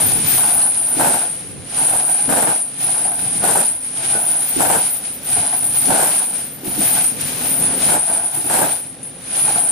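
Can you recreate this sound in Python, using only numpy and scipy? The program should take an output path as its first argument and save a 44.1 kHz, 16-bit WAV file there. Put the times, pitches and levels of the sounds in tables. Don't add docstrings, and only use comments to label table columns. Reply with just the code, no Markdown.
import sys
import numpy as np
from scipy import signal
from scipy.fft import rfft, irfft, next_fast_len
from scipy.io import wavfile
from scipy.ndimage import uniform_filter1d, map_coordinates

SR = 44100
rng = np.random.default_rng(int(sys.argv[2]) if len(sys.argv) > 2 else 0)


def inscribe(sig):
    pcm = np.round(np.clip(np.atleast_2d(sig).T, -1, 1) * 32767)
    wavfile.write(sys.argv[1], SR, pcm.astype(np.int16))


N = 428211
CONTROL_STEP = 128

# pitch_hz, level_db, t60_s
MAIN_MODES = [(9090, 0, .13), (9815, -2, .14), (9950, -7.3, .13), (10602, -7, .15)]
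DEEPER_MODES = [(8958, 0, .15), (9655, -3.5, .14), (9795, -6, .14), (10445, -6.5, .16)]
UPPER_MODES = [(13310, 0, .07), (13480, -6, .05), (13960, -.5, .06), (14390, -1.5, .05)]
# pitch_hz, level_db, t60_s
BUNDLE_MODES = [(691, 1.5, 0.045), (769, 2, 0.05), (856, 1, 0.038), (1501, -7.5, 0.064), (1590, -8, 0.03)]
# pitch_hz, width_hz, level_db
CHOKED_MODES = [(7520, 330, -10), (8290, 330, -3.5), (9020, 300, 0), (9780, 340, -2), (10580, 320, -5),
                (11380, 380, -5.5), (12250, 600, -11), (13900, 1200, -13)]
# frequency_hz, level_db
RASP_SPECTRUM = [(200, -23), (700, -3), (1500, -0.5), (2500, 3.5), (4000, 1.5), (6500, -1.5), (9000, -5),
                 (12000, -11), (15000, -50)]
PUSH_SPECTRUM = [(25, -33), (60, -20.5), (150, -3), (450, -5), (900, -6.5), (1900, -13), (6000, -28)]
BOARD_SPECTRUM = [(30, -44), (80, -11.5), (150, -2), (300, 0.5), (420, -0.5), (570, 3.5), (760, 8.5),
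                  (900, 5.5), (1100, -4.5), (1300, -4), (1520, 1), (1900, -9.5), (3200, -15.5),
                  (8000, -29.5)]
THUD_SPECTRUM = [(20, -32), (50, -24), (85, -1), (130, 4), (200, -1), (330, -5), (480, -8), (1000, -29)]
RUMBLE_SPECTRUM = [(20, -32), (45, -35), (70, -8), (98, -1.5), (140, 2), (200, -5.5), (300, -7),
                   (450, -12.5), (1000, -39)]
AIR_SPECTRUM = [(20, -25), (63, -15), (90, -9), (150, 6.5), (280, 5.5), (450, -1.5), (530, 5), (630, -4.5),
                (780, -4), (900, -11), (1700, -10.5), (4000, -15), (15000, -53)]

# start_s, length_s, ring_db, clatter_db, rasp_db, deeper_chain_share
HOISTS = [(0.38, .28, -14.5, -29, -32, 0.03), (1.785, 0.34, -16.5, -29.5, -32.5, 0.09),
          (2.84, 0.28, -18, -35, -34.5, 0.02), (4.1, .28, -17, -32.5, -34.5, 0),
          (5.33, .35, -17, -33, -32.5, 0.03), (8.09, 0.15, -18, -31, -37.5, 0),
          (9.365, 0.43, -16, -31, -32, 0)]
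LANDINGS = [(0.999, 0.16, -18.5, -26.5, -31, 0.29), (2.315, 0.17, -18, -28, -33, 0.072),
            (3.45, 0.15, -17, -26.5, -31.5, 0.039), (4.61, 0.15, -18, -27.5, -29.5, 0.056),
            (5.915, 0.17, -18.5, -28, -30, 0.13), (7.92, 0.037, -20.5, -28.5, -52, 0.66),
            (8.54, 0.098, -18.5, -27, -30.5, 0.089)]
SWAYS = [(0.0, 0.019, -13, -28.5, -26.5, 0.25), (0.09, 0.13, -20, -36.5, -34, .05),
         (0.29, 0.11, -19.5, -40, -27.5, 0.51), (0.76, 0.17, -19.5, -38, -41.5, 0.3),
         (1.32, 0.12, -32.5, -53, -46, 0.078), (2.19, 0.062, -18.5, -42, -39.5, .02),
         (3.2, 0.25, -20.5, -40.5, -37.5, 0.11), (3.85, 0.02, -28, -53, -45, 0.43),
         (3.98, 0.083, -24, -38, -37.5, 0.9), (4.43, 0.12, -20.5, -40.5, -35.5, 0.038),
         (4.86, 0.06, -24.5, -39.5, -39, 0.046), (5.05, 0.028, -23.5, -47.5, -40, 0.024),
         (5.76, 0.12, -17.5, -37, -34, 0.02), (6.14, .13, -22, -33.5, -40, 0.26),
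         (6.35, 0.063, -28.5, -44.5, -40, 0.61), (6.68, 0.058, -25, -37, -37.5, 0.069),
         (6.82, 0.19, -17, -31.5, -30, 0.53), (7.21, 0.21, -23.5, -43.5, -33.5, 0.084),
         (7.45, 0.29, -20, -35.5, -36, 0.21), (7.83, 0.078, -17.5, -34.5, -28, 0.28),
         (8.35, 0.15, -22, -34.5, -39.5, 0.042), (9.07, 0.011, -33.5, -54, -63, 0.15)]
# rise_db_per_s, sag_db_per_s, linger_s, fall_db_per_s
HOIST_ENVELOPES = [(167, 3, 0.01003, 94.5), (186, 9.5, 0.0023, 143), (113, 25, 0.025, 63)]
LANDING_ENVELOPES = [(221.7, 2, .085, 85), (248, 4, 0.0039, 113), (215, 17, 0.075, 120)]
SWAY_ENVELOPES = [(240.4, 2.007, 0.0061, 109), (220, 3.03, 0.0056, 130), (160, 0.98, 0.0019, 103)]
# start_s, length_s, level_db
SPARKLES = [(0.0, 0.15, -23.5), (0.283, .04, -17), (0.35, 0.072, -22.5), (0.453, .1, -29),
            (0.87, 0.36, -37), (2.07, .02, -32.5), (2.823, .015, -33), (3.146, 0.054, -33),
            (3.45, .22, -38), (4.205, 0.24, -35), (4.484, 0.042, -24), (4.555, 0.29, -30),
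            (4.914, 0.029, -26), (5.143, .02, -36.5), (5.238, 0.072, -31), (5.58, 0.028, -31),
            (5.639, .12, -33.5), (5.78, 0.093, -24.5), (6.01, 0.063, -25), (6.145, 0.18, -35),
            (6.386, 0.073, -34), (6.538, 0.052, -36), (6.664, .13, -29), (6.81, 0.18, -21.5),
            (7.038, .04, -26), (7.189, 0.087, -31.5), (7.36, .07, -32.5), (7.448, 0.13, -23.5),
            (7.763, 0.15, -28.5), (8.342, 0.017, -31.5), (8.438, .03, -31), (8.534, 0.21, -29.5),
            (9.396, .02, -37), (9.49, .15, -36)]
SCRAPES = [(0.42, 0.21, -36), (0.748, 0.0086, -36), (1.867, 0.099, -47), (1.998, .012, -35),
           (2.91, 0.013, -35.5), (3.06, 0.042, -46.5), (3.817, 0.026, -46), (4.24, 0.13, -41.5),
           (5.471, 0.29, -44), (7.208, .02, -33), (8.075, 0.1, -42), (8.342, 0.011, -42),
           (9.487, 0.092, -39)]
THUDS = [(0.98, .14, -30.5), (2.282, .17, -33), (3.42, .15, -31), (4.597, .17, -29.5), (5.879, 0.21, -33),
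         (7.893, 0.069, -28), (8.5, .1, -36)]
RUMBLES = [(0.052, 0.29, -27), (0.434, 0.11, -34.5), (1.506, 0.12, -35.5), (1.81, .02, -35.5),
           (1.947, 0.018, -40), (3.233, 0.21, -34.5), (3.996, 0.16, -37), (5.367, 0.025, -32.5),
           (5.7, 0.19, -38), (6.778, 0.22, -35), (7.157, 0.71, -36), (8.391, 0.075, -41),
           (2.769, 0.17, -40), (9.448, 0.092, -37.5)]
# start_s, level_db
CLINKS = [(0.0024, 0.5), (0.117, -1), (0.3663, -6), (0.4278, -4.5), (0.6191, 3), (1.742, -15), (2.112, -6),
          (5.856, 0), (6.355, -9.5), (6.716, -11), (7.0426, 2.5), (7.23, -13), (7.6219, 1), (7.8318, 4),
          (8.865, -17), (9.029, -15), (9.4012, -4)]
CLONKS = [(0.119, -21), (0.384, -12), (0.434, -13.5), (0.577, -18), (0.634, -17), (0.674, -33),
          (1.217, -23), (1.232, -19.5), (1.283, -39), (1.812, -18), (1.928, -17), (1.954, -21),
          (2.002, -16.5), (2.09, -19), (2.146, -21), (2.189, -20.5), (2.886, -19), (2.945, -21),
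          (2.978, -24), (3.004, -29), (3.049, -17), (3.083, -24), (3.118, -19), (3.253, -24), (4.133, -19),
          (4.152, -13), (4.222, -23), (4.29, -23), (4.445, -26.5), (5.369, -14), (5.393, -28.5),
          (5.428, -19.5), (5.528, -15.5), (5.633, -31.5), (5.771, -27), (6.811, -17), (6.968, -16.5),
          (7.834, -14), (8.099, -15.5), (8.173, -23), (8.344, -27), (9.482, -15.5), (9.559, -14.5),
          (9.61, -24), (9.673, -30.5)]
KNOCKS = [(0.998, -9.5), (1.011, -12), (1.046, -9.5), (1.069, -14), (1.136, -16.5), (1.176, -27),
          (2.291, -13), (2.324, -11.5), (2.371, -10), (2.426, -11.5), (2.473, -13), (2.5, -18),
          (3.422, -19), (3.44, -12.5), (3.485, -11.5), (3.557, -10.5), (3.571, -15), (4.606, -8),
          (4.651, -13), (4.7, -8.5), (4.75, -11), (5.885, -19), (5.904, -9.5), (5.947, -13.5),
          (5.993, -11.5), (6.026, -12.5), (7.888, -15.5), (7.921, -12), (7.958, -19), (8.499, -13),
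          (8.542, -11.5), (8.589, -12), (8.617, -11.5), (8.642, -14), (8.69, -22)]
# start_s, level_db, pitch_hz
BUMPS = [(0.542, -27, 189), (0.946, -28, 280), (0.968, -21, 300), (1.104, -25, 250), (1.813, -27, 229),
         (2.281, -18, 280), (3.355, -26, 200), (4.563, -19, 305), (4.701, -23, 290), (5.869, -18.5, 292),
         (5.895, -21, 253), (6.633, -23, 335), (6.669, -23, 203), (6.778, -20, 306), (6.785, -19, 208),
         (6.926, -28, 220), (7.12, -31, 250), (8.097, -26.5, 201), (8.371, -27, 332), (8.442, -24, 323),
         (8.59, -20, 300)]

# pitch_hz, level_db
HUM_PARTIALS = [(63, -14.5), (263, -6)]
# time_s, level_db
ROOM_TONE_RIDE = [(0, -39.5), (1.1, -45.5), (1.6, -43.5), (2.4, -48), (5.2, -44), (6.1, -44), (6.6, -43),
                  (7.0, -41.5), (7.3, -39), (7.85, -31), (8.05, -54), (9.1, -44.5), (9.7, -41.5)]
# frequency_hz, t60_s
WALL_DECAY = [(100, 0.23), (700, 0.32), (3000, 0.18), (9500, 0.26), (15000, 0.12)]


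def jingle(ring_db, upper_db, deeper_share):
    upper_db = upper_db + 2 * wobble(28)
    share = np.clip(deeper_share, 0, 1)
    hits_per_s = 140 + 620 * amp(ring_db + 17.5)
    attack_s = 0.00017
    main = scattered(contacts(hits_per_s, scatter_db=2.5),
                     lambda: link_ring(MAIN_MODES, 0.0027, uneven_db=2.5, attack_s=attack_s), count=26)
    deeper = scattered(contacts(hits_per_s / 3, scatter_db=3.5),
                       lambda: link_ring(DEEPER_MODES, 0.00265, attack_s=attack_s), count=12)
    upper = scattered(contacts(hits_per_s / 2, scatter_db=5.5),
                      lambda: link_ring(UPPER_MODES, 0.0029), count=10)
    chains = np.sqrt(1 - share) * main + np.sqrt(share) * amp(2.5) * deeper
    return amp(ring_db + 1.5) * chains + amp(upper_db + 0.5) * upper


def link_ring(modes, detune=0.0039, uneven_db=2, attack_s=.0001):
    t = np.arange(SR // 6) / SR
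    hz, db, t60 = np.transpose(modes)[:, :, None]
    offset, strength, phase = rng.standard_normal((3, len(modes), 1))
    waves = np.sin(2 * np.pi * (hz * (1 + detune * offset) * t + phase))
    decays = amp(db + uneven_db * strength - 60 * t / t60)
    ring = np.sum(decays * waves, axis=0) * (1 - np.exp(-t / attack_s))
    return ring / np.linalg.norm(ring)


def bundle_motion():
    power = amp([-40.5, -53, -50.5])[:, None] ** 2
    deeper_power = 0
    kinds = (HOISTS, HOIST_ENVELOPES), (LANDINGS, LANDING_ENVELOPES), (SWAYS, SWAY_ENVELOPES)
    for moves, envelopes in kinds:
        for start, length, *levels, share in moves:
            move = np.array([swell(start, length + linger, db, rise, sag, fall)
                             for db, (rise, sag, linger, fall) in zip(levels, envelopes)])
            power = power + move
            deeper_power = deeper_power + move[0] * np.clip(share, 0, 1)
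    sparkles = sum(swell(*row, rise=530, sag=7.4, fall=190) for row in SPARKLES)
    upper_power = power[0] * amp(-25.5) ** 2 + sparkles
    power[1] += sum(swell(start, .009, db - 13.5, rise=2000, sag=60, fall=440) for start, db in KNOCKS)
    power[2] += sum(swell(*row, rise=700, sag=17, fall=500) for row in SCRAPES)
    jerks, jerk_depths_db = wobble(22), (0.4, 0.84, 0.9)
    ring_db, clatter_db, rasp_db = (fader_db(p) + db * jerks for p, db in zip(power, jerk_depths_db))
    deeper_share = amp(fader_db(deeper_power / power[0])) ** 2
    return ring_db, clatter_db, rasp_db, fader_db(upper_power), deeper_share


def accents():
    out, t = np.zeros((2, N)), np.arange(SR // 6) / SR
    for start, db in CLINKS:
        ring = link_ring(MAIN_MODES, detune=0.0031) + 0.042 * link_ring(UPPER_MODES)
        ring *= 1 - np.exp(-t / 0.00033)
        crack = 0.25 * amp(-60 * t / 0.014) * rng.standard_normal(len(t))
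        add(out, start, amp(db - 3) * basement(ring / np.abs(ring).max() + crack))
    for start, db in CLONKS:
        add(out, start, amp(db - 2.5) * unit_peak(basement(clonk())))
    for start, db in KNOCKS:
        add(out, start, amp(db) * unit_peak(basement(tap(BOARD_SPECTRUM), direct_db=-10)))
    for start, db, hz in BUMPS:
        bump = amp(-60 * t / 0.033) * (1 - np.exp(-t / 0.0019)) * np.sin(2 * np.pi * hz * t)
        add(out, start, amp(db) * unit_peak(basement(bump)))
    return out


def clatter(level_db):
    piled = np.clip((level_db + 33) / 5, .05, .9)
    landings = contacts(70 + 170 * amp(level_db + 20), scatter_db=2)
    hollow = scattered(contacts(110, scatter_db=2), clonk, count=7)
    boards = scattered(landings, lambda: tap(BOARD_SPECTRUM), count=10)
    jostled_neighbours = contacts(600, scatter_db=9)
    steel = scattered(landings + jostled_neighbours, choked_clack, count=8)
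    heap = amp(2.2) * boards + amp(5) * steel
    return amp(level_db) * (np.sqrt(1 - piled) * amp(1.3) * hollow + np.sqrt(piled) * heap)


def clonk():
    ring = link_ring(BUNDLE_MODES, detune=0.016, uneven_db=3)
    push = amp(-5.5) * tap(PUSH_SPECTRUM)
    return ring + np.pad(push, (0, len(ring) - len(push)))


def choked_clack():
    t = np.arange(SR // 100) / SR
    return sum(amp(db) * width * np.exp(-np.pi * width * t) * np.sin(2 * np.pi * (hz * t + rng.random()))
               for hz, width, db in CHOKED_MODES)


def rasp(level_db):
    ticks = contacts(2200, scatter_db=5.5)
    return amp(level_db + 3.5) * scattered(ticks, lambda: tap(RASP_SPECTRUM), count=8)


def box_thuds():
    load = sum(swell(*row, rise=200, sag=51, fall=220) for row in THUDS)
    body = scattered(contacts(200, scatter_db=0), lambda: tap(THUD_SPECTRUM), count=4)
    return amp(fader_db(load)) * body


def rumble():
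    swells = sum(swell(*row, rise=130, sag=2.4, fall=190) for row in RUMBLES)
    lumps = scattered(contacts(400, scatter_db=4), lambda: tap(RUMBLE_SPECTRUM), count=5)
    return amp(fader_db(swells + amp(-46.5) ** 2)) * lumps


def room_tone():
    t = np.arange(N) / SR
    noise = filtered(rng.standard_normal((3, N)), lambda hz: amp(along(AIR_SPECTRUM, hz)))
    air = amp(3) * unit_rms(noise[:2] + 2.8 * noise[2])
    hum = 0
    for hz, db in HUM_PARTIALS:
        gain = amp(db + 2.5 * wobble(4.5)) * np.sqrt(2)
        hum += gain * np.sin(2 * np.pi * hz * t + 0.54 * wobble(2.26))
    ride_db = np.interp(t, *np.transpose(ROOM_TONE_RIDE))
    return amp(ride_db) * (air + hum)


def basement(sound, direct_db=-5.5):
    hz, t, noise = signal.stft(rng.standard_normal((3, SR // 4)), SR, nperseg=256)
    common = along([(100, 1.0), (300, 0.83), (800, 0.061), (3000, 0.034)], hz)[:, None]
    echoes = (noise[:2] + common * noise[2]) / np.hypot(1, common)
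    decay = amp(-60 * t / along(WALL_DECAY, hz)[:, None])
    path = signal.istft(echoes * decay, SR, nperseg=256)[1]
    path /= np.linalg.norm(path[0])
    path[:, :2] += amp(direct_db) * np.eye(2)
    return signal.fftconvolve(sound[None], path / np.linalg.norm(path[0]), axes=1)


def scattered(hits, voice, count):
    owner = rng.integers(count, size=N)
    mix = 0
    for k in range(count):
        own_hits = np.float32(hits * (owner == k))[None]
        mix += signal.oaconvolve(own_hits, np.float32(basement(voice())), axes=1)[:, :N]
    return unit_rms(mix)


def contacts(per_s, scatter_db):
    chance = np.broadcast_to(per_s / SR, N)
    at = np.flatnonzero(rng.random(N) < chance)
    size = amp(scatter_db * np.clip(rng.standard_normal(N)[at], -2, 2))
    hits = np.zeros(N)
    hits[at] = size * (-1) ** np.arange(len(at)) / np.sqrt(chance[at])
    return unit_rms(hits)


def tap(spectrum, size=2048):
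    gains = amp(along(spectrum, np.fft.rfftfreq(size, 1 / SR)))
    cepstrum = irfft(np.log(gains))
    cepstrum[1:size // 2] *= 2
    cepstrum[size // 2 + 1:] = 0
    hit = irfft(np.exp(rfft(cepstrum)))
    return hit / np.linalg.norm(hit)


def swell(start, length, db, rise, sag, fall):
    t = np.arange(0, N, CONTROL_STEP) / SR - start
    drop_db = rise * np.maximum(-t, 0) + sag * np.clip(t, 0, length) + fall * np.maximum(t - length, 0)
    return amp(db - drop_db) ** 2


def fader_db(power):
    return np.interp(np.arange(N), np.arange(0, N, CONTROL_STEP), 10 * np.log10(power + 1e-12))


def wobble(knots_per_s):
    knots = rng.standard_normal(int(N * knots_per_s / SR) + 4)
    return map_coordinates(knots, [np.arange(N) * knots_per_s / SR])


def filtered(x, response):
    size = next_fast_len(N + SR // 2)
    return irfft(rfft(x, size) * response(np.fft.rfftfreq(size, 1 / SR)), size)[..., :N]


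def along(points, hz):
    frequencies, values = np.transpose(points)
    return np.interp(np.log(hz + 1), np.log(frequencies + 1), values)


def add(out, start_s, sound):
    part = out[:, round(start_s * SR):][:, :sound.shape[1]]
    part += sound[:, :part.shape[1]]


def amp(db):
    return 10 ** (np.asarray(db) / 20)


def unit_rms(x):
    return x / np.sqrt(np.mean(x ** 2) + 1e-20)


def unit_peak(stereo):
    return stereo / np.abs(stereo.mean(axis=0)).max()


def scene():
    ring_db, clatter_db, rasp_db, upper_db, deeper_share = bundle_motion()
    chains = jingle(ring_db, upper_db, deeper_share) + rasp(rasp_db) + clatter(clatter_db)
    return chains + accents() + box_thuds() + rumble() + room_tone()


def record(dry):
    balance = [(100, 0), (4000, .1), (9500, 3.0), (14000, 1.1)]  # frequency_hz, left_minus_right_db
    stereo = filtered(dry, lambda hz: amp(along(balance, hz) * np.array([[.5], [-.5]])))
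    power = np.abs(uniform_filter1d(np.mean(stereo ** 2, axis=0), size=900))
    ceiling_db, top_hz = -12.5, 14580
    gain = (1 + (power / amp(ceiling_db) ** 2) ** 4) ** (-1 / 8)
    return filtered(stereo * gain, lambda hz: hz < top_hz)


dry = scene()
out = record(dry)
inscribe(out)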